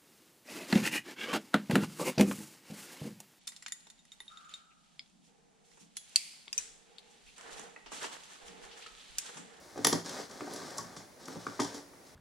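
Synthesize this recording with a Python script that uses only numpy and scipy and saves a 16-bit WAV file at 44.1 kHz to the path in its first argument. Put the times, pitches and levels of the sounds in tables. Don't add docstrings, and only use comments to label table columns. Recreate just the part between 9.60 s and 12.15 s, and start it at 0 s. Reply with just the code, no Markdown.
import sys
import numpy as np
from scipy import signal
from scipy.fft import rfft, irfft
from scipy.io import wavfile
from scipy.ndimage import uniform_filter1d

SR = 44100
rng = np.random.default_rng(int(sys.argv[2]) if len(sys.argv) > 2 else 0)


def int16_out(signal):
    q = np.round(np.clip(np.atleast_2d(signal).T, -1, 1) * 32767)
    wavfile.write(sys.argv[1], SR, q.astype(np.int16))


N = 112454
TIME_S = np.arange(N) / SR

# (frequency [Hz], relative density [dB])
FLOOR_SPECTRUM = [(25, -23), (50, -6), (110, -3.5), (170, -3), (300, -0.5), (600, -1.5), (1200, -10),
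                  (2000, -10.5), (2800, -18.5), (5700, -13.5), (8000, -19), (10400, -15.5), (12500, -23.5),
                  (15500, -21)]
# (frequency [Hz], ratio [dB])
SIDE_TO_MID = [(30, -8), (60, -4), (140, -2), (280, -12), (700, -3), (2000, -2.5), (5500, -7.5), (9000, -4),
               (14000, 0.5)]
# (frequency [Hz], difference [dB])
LEFT_LEAN = [(200, -1.4), (600, -0.2), (1200, 2.5), (2500, 2.2), (6000, 1), (10000, -0.5)]
FLOOR_DB, CUTOFF_HZ = -56.5, 15900

# (frequency [Hz], t60 [s])
TAIL_T60 = [(100, 0.18), (300, 0.12), (1000, 0.28), (5000, 0.35), (11000, 0.27)]
# (frequency [Hz], ratio [dB])
WET_TO_DIRECT = [(100, 0), (300, -1.5), (1000, -3), (3000, -3.5), (6000, -3.5), (11000, -4.5)]
# (frequency [Hz], t60 [s], gain [dB])
STANDING_WAVES = [(168.8, 0.41, -0.5), (286.7, 0.88, -2.5), (395, 0.21, -3), (515, 0.25, -23),
                  (870, 0.38, -21)]
FIRST_ECHO_S, ROOM_EVEN_HZ = 0.0015, 63

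# (time [s], length [s], hiss [dB], rub [dB], flap [dB]), levels before CLOTH_TRIM_DB
HAND_STROKES = [(.0, 0.17, -61.5, -60.5, -73.5), (0.164, 0.092, -55, -55, -51),
                (0.323, 0.038, -58, -41.5, -43.5), (0.447, 0.17, -46.5, -48, -48.5),
                (0.543, 0.039, -58, -47.5, -69), (0.692, 0.208, -55, -52.5, -54),
                (0.861, 0.016, -58, -55, -47), (0.898, 0.16, -50, -49, -48.5),
                (0.907, 0.046, -71, -69, -50.5), (1.063, 0.15, -53, -50, -53.5),
                (1.232, .19, -60.5, -56, -59), (1.595, 0.11, -59, -60, -57),
                (1.676, 0.09, -54, -52.5, -47.5), (1.789, 0.39, -55.5, -55.5, -61),
                (2.036, 0.15, -55.5, -55, -55.5), (2.448, 0.059, -63.5, -74, -92)]
# (frequency [Hz], relative density [dB])
WEAVE_HISS = [(1800, -3), (2700, -10), (3600, -3.5), (5700, -1.5), (7500, -7), (9400, -11), (10600, -18),
              (12500, -22), (16000, -31)]
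# (frequency [Hz], relative density [dB])
TAPE_RUB = [(350, -2.5), (600, 0.5), (820, 3), (1100, -1), (1600, -2.5), (2100, -7.5), (2800, -27.5),
            (4500, -21)]
# (frequency [Hz], relative density [dB])
FOLD_FLAP = [(50, -37), (100, -24), (165, -3.5), (205, -4), (285, 3.5), (400, -1), (520, -4.5), (800, -9.5),
             (1500, -44)]
ATTACK_S, RELEASE_S, CLOTH_TRIM_DB = 0.0072, 0.029, -1.5
GRAINS_PER_S, GRAIN_SPREAD_DB, SMOOTH_SHARE = 1800, 2.5, 0.5

# (time [s], level [dB])
TIMBER_PUSHES = [(.185, -49.5), (0.248, -39), (0.331, -36.5), (1.185, -49.5), (1.236, -51.5), (1.363, -52),
                 (1.76, -46.5), (1.874, -47), (2.001, -46), (2.039, -46.5)]
# (frequency [Hz], width [Hz], gain [dB])
TIMBER_MODES = [(56.5, 13, -25), (108, 6.7, -9), (165.3, 15.3, -5), (229, 14, -5)]
TIMBER_S, TIMBER_TOP_HZ = 0.0086, 416

# (time [s], thud [dB], knock [dB], knock pitch [Hz], knock width [Hz])
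RAIL_HITS = [(.158, -48, -51, 620, 300), (.175, -41.5, -46, 736, 298.2), (.189, -38, -46.5, 580, 300),
             (.2465, -34.5, -31, 1210, 800), (.252, -33.5, -34, 730, 350), (.2688, -32.5, -33.5, 875, 696),
             (0.327, -25.5, -33, 990, 435), (.597, -44.5, -45.5, 550, 298), (0.8067, -45, -42.5, 1170, 900),
             (.815, -38, -48.5, 770, 298), (.874, -45, -41, 727, 60), (1.182, -55, -40, 1109, 35.3),
             (1.365, -53.5, -51.5, 1200, 736), (1.682, -60, -48.5, 1280, 600),
             (1.753, -46.5, -64, 892, 300), (1.77, -47.5, -72, 875, 300), (1.866, -39, -36, 1320, 261),
             (1.992, -35.5, -38, 970, 404), (1.9962, -32, -34.5, 1095, 363),
             (2.002, -31.5, -38.5, 900, 400), (2.018, -38, -42.5, 860, 300), (2.045, -52, -53, 940, 400),
             (2.1444, -42, -50.5, 850, 300), (2.335, -70, -58.5, 970, 500)]
# (frequency [Hz], width [Hz], gain [dB])
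RAIL_MODES = [(169, 15, -12.5), (236, 67, -14.5), (296, 29, 3.5), (318, 22, -4), (367, 55, -18),
              (485, 29, -4.5), (626, 170, -9)]
# (frequency [Hz], width [Hz], gain [dB])
PUSH_MODES = [(333, 180, -2)]
# (multiple of the knock pitch [ratio], gain [dB])
KNOCK_PARTIALS = [(.8, -4), (1.002, 4), (1.25, -6), (1.7, -10.5)]
THUD_S, KNOCK_S, THUD_TOP_HZ, KNOCK_TOP_HZ = 0.0032, 0.004, 1065, 2130

# (time [s], click [dB], high ring [dB], contact decay [s], click high-pass [Hz])
HOOK_SNAPS = [(.176, -53.5, -66.5, 0.004, 2000), (0.2447, -38, -37, 0.0049, 3000),
              (0.2462, -22.5, -31, 0.0034, 1980), (.265, -35, -43, 0.00361, 2000),
              (.269, -28, -26.5, 0.0024, 2450), (.286, -56, -43, 0.0019, 2500),
              (0.3266, -30, -49, .004, 3000), (0.4587, -46, -61, 0.0029, 3500),
              (0.4928, -44, -53, 0.0035, 2500), (.7105, -54.5, -73, .003, 3000),
              (.807, -57, -76, 0.0032, 2500), (0.934, -48.5, -49, 0.0062, 4530),
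              (0.959, -46, -58, 0.00466, 3670), (1.105, -52.5, -61.5, 0.0022, 2990),
              (1.173, -50, -54, 0.0034, 5000), (1.1809, -37.5, -47, .003, 4930),
              (1.361, -46.5, -62, 0.02, 3000), (1.655, -50.5, -67, 0.0044, 3500),
              (1.679, -56, -58, .006, 4000), (1.8665, -52, -70, 0.0039, 2000),
              (1.9961, -34, -47.5, 0.013, 1490), (2.016, -39.5, -55, .008, 2520),
              (2.03, -45, -52, 0.0063, 2980), (2.045, -42.5, -59, .004, 3000),
              (2.141, -46.5, -55.5, 0.016, 3480), (2.464, -62, -77, 0.0077, 3100)]
# (frequency [Hz], width [Hz], gain [dB])
HOOK_MODES = [(1860, 170, 1), (3215, 100, -0.5), (3535, 124, 0), (4430, 610, -4), (4860, 180, 2),
              (5360, 160, 2.5), (5600, 160, 0.5), (5890, 206, 2.5), (6000, 24, -3), (6320, 130, -1.5),
              (7100, 170, -1.5), (7400, 200, -2), (8720, 2000, -7)]
# (frequency [Hz], width [Hz], gain [dB])
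WIRE_MODES = [(10280, 96, 6), (10360, 120, 6), (10810, 470, 4), (10900, 350, -28), (12700, 350, -7),
              (15900, 600, -22)]
HOOK_TOP_HZ, RING_LAG_S = 8330, 0.000017

SNAP = 2.88
RISE_SHARE = 0.2
CONTACT_EVEN_HZ = 30
LEVEL_WINDOW_S = 0.011


def from_db(db):
    return 10 ** (np.asarray(db) / 20)


def rms_one(x):
    return x / np.sqrt(np.mean(x ** 2) + 1e-20)


def at_hz(points, hz):
    table_hz, value = np.transpose(points)
    return np.interp(np.log(hz + 1e-3), np.log(table_hz), value)


def bins(x):
    return np.arange(x.shape[-1] // 2 + 1) * SR / x.shape[-1]


def colour(x, spectrum):
    hz = bins(x) + 1e-3
    low_skirt = 1 / (1 + (spectrum[0][0] / hz / 2) ** 2)
    high_skirt = 1 / (1 + (hz / spectrum[-1][0] / 2) ** 2)
    gain = from_db(at_hz(spectrum, hz)) * low_skirt * high_skirt
    return rms_one(irfft(rfft(x) * gain, x.shape[-1]))


def low_pass(x, hz):
    sos = signal.butter(4, min(hz, 0.45 * SR), fs=SR, output="sos")
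    return signal.sosfilt(sos, x)


def even(x, width_hz):
    size = x.shape[-1]
    spectrum = rfft(x, 2 * size)
    power = np.atleast_2d(abs(spectrum) ** 2).mean(axis=0)
    power = uniform_filter1d(power, max(int(width_hz * 2 * size / SR), 1))
    return irfft(spectrum / np.sqrt(np.abs(power) + 1e-12))[..., :size]


def resonate(x, modes):
    out = 0
    for k, (hz, width_hz, db) in enumerate(modes):
        r = np.exp(-np.pi * width_hz / SR)
        poles = [1, -2 * r * np.cos(2 * np.pi * hz / SR), r * r]
        gain = (-1) ** k * from_db(db) * (1 - r * r) / 2
        out = out + gain * signal.lfilter([1, 0, -1], poles, x + 1e-18)
    return out


def contact(decay_s, size=6000):
    age = TIME_S[:size] / decay_s
    force = rng.standard_normal(size) * np.exp(-age) * (1 - np.exp(-age / RISE_SHARE))
    force[int(RISE_SHARE * decay_s * SR)] = SNAP
    return even(force, CONTACT_EVEN_HZ) * np.exp(-age ** 2 / 20)


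def add(track, time_s, db, sound):
    start = max(int(time_s * SR), 0)
    sound = sound * from_db(db) * np.sqrt(LEVEL_WINDOW_S * SR / np.sum(sound ** 2))
    track[start:start + len(sound)] += sound[:N - start]


def diffuse(size):
    mid, side = rng.standard_normal((2, size))
    share = from_db(at_hz(SIDE_TO_MID, bins(mid)))
    stereo = rfft(mid) + rfft(side) * share * [[1], [-1]]
    return irfft(stereo / np.sqrt(1 + share ** 2), size)


def floor_hiss():
    return from_db(FLOOR_DB) * colour(diffuse(N), FLOOR_SPECTRUM)


def room(x, size=22050, count=9):
    t, noise = TIME_S[:size], rfft(diffuse(size))
    octave = np.clip(np.log2((bins(t) + 1) / 62.5), 0, count - 1)
    tail = 0
    for k in range(count):
        decay = from_db(-60 * t / at_hz(TAIL_T60, 62.5 * 2 ** k))
        band = irfft(noise * np.maximum(1 - abs(octave - k), 0), size)
        tail = tail + band * decay
    tail = even(tail, ROOM_EVEN_HZ) * np.clip(t / FIRST_ECHO_S - 1 / 2, 0, 1)
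    wet = signal.fftconvolve(x, tail, axes=1)[:, :N]
    wet = irfft(rfft(wet) * from_db(at_hz(WET_TO_DIRECT, bins(wet))), N)
    modes = [(hz, np.log(1000) / np.pi / t60_s, db) for hz, t60_s, db in STANDING_WAVES]
    return x + wet + resonate_in_phase(x, modes)


def resonate_in_phase(x, modes):
    return sum(resonate(x, [mode]) for mode in modes)


def friction():
    spread_db = GRAIN_SPREAD_DB * np.minimum(rng.exponential(1, N), 5)
    sizes = from_db(spread_db) * rng.choice([-1, 1], N)
    grains = rms_one(sizes * (rng.random(N) < GRAINS_PER_S / SR))
    return grains + SMOOTH_SHARE * rng.standard_normal(N)


def cloth():
    power = 0
    for time_s, length_s, *levels_db in HAND_STROKES:
        swell = np.clip((TIME_S - time_s) / ATTACK_S + 1 / 2, 0, 1)
        fade = np.exp(-np.maximum(TIME_S - time_s - length_s, 0) / RELEASE_S)
        power = power + np.outer(from_db(levels_db), swell * fade) ** 2
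    rustle = 0
    for part_power, spectrum in zip(power, (WEAVE_HISS, TAPE_RUB, FOLD_FLAP)):
        rustle = rustle + np.sqrt(part_power) * colour(friction(), spectrum)
    return from_db(CLOTH_TRIM_DB) * rustle


def timber():
    out = np.zeros(N)
    for time_s, db in TIMBER_PUSHES:
        boom = resonate(contact(TIMBER_S), TIMBER_MODES)
        add(out, time_s, db, low_pass(boom, TIMBER_TOP_HZ))
    return out


def rail():
    out = np.zeros(N)
    for time_s, thud_db, knock_db, pitch_hz, width_hz in RAIL_HITS:
        push = contact(THUD_S)
        dead = resonate(resonate(push, PUSH_MODES), PUSH_MODES)
        thud = resonate(push, RAIL_MODES) + dead
        add(out, time_s, thud_db, low_pass(thud, THUD_TOP_HZ))
        modes = [(pitch_hz * multiple, width_hz, db) for multiple, db in KNOCK_PARTIALS]
        knock = resonate(contact(KNOCK_S), modes)
        add(out, time_s, knock_db, low_pass(knock, KNOCK_TOP_HZ))
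    return out


def hooks():
    body, ring = np.zeros((2, N))
    for time_s, click_db, ring_db, decay_s, lowest_hz in HOOK_SNAPS:
        force = contact(decay_s)
        high_pass = signal.butter(4, lowest_hz, "high", fs=SR, output="sos")
        click = signal.sosfilt(high_pass, resonate(force, HOOK_MODES))
        add(body, time_s, click_db, low_pass(click, HOOK_TOP_HZ))
        add(ring, time_s, ring_db, resonate(force, WIRE_MODES))
    late_ring = irfft(rfft(ring) * np.exp(-2j * np.pi * bins(ring) * RING_LAG_S), N)
    return body + np.array([ring, late_ring])


def scene():
    sound = room(hooks() + rail() + timber() + cloth())
    lean = from_db(at_hz(LEFT_LEAN, bins(sound)) / 2 * np.array([[1], [-1]]))
    return irfft(rfft(sound) * lean, N) + floor_hiss()


def record(dry):
    sos = signal.ellip(10, 0.1, 80, CUTOFF_HZ, fs=SR, output="sos")
    return signal.sosfilt(sos, dry)


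dry = scene()
out = record(dry)
int16_out(out)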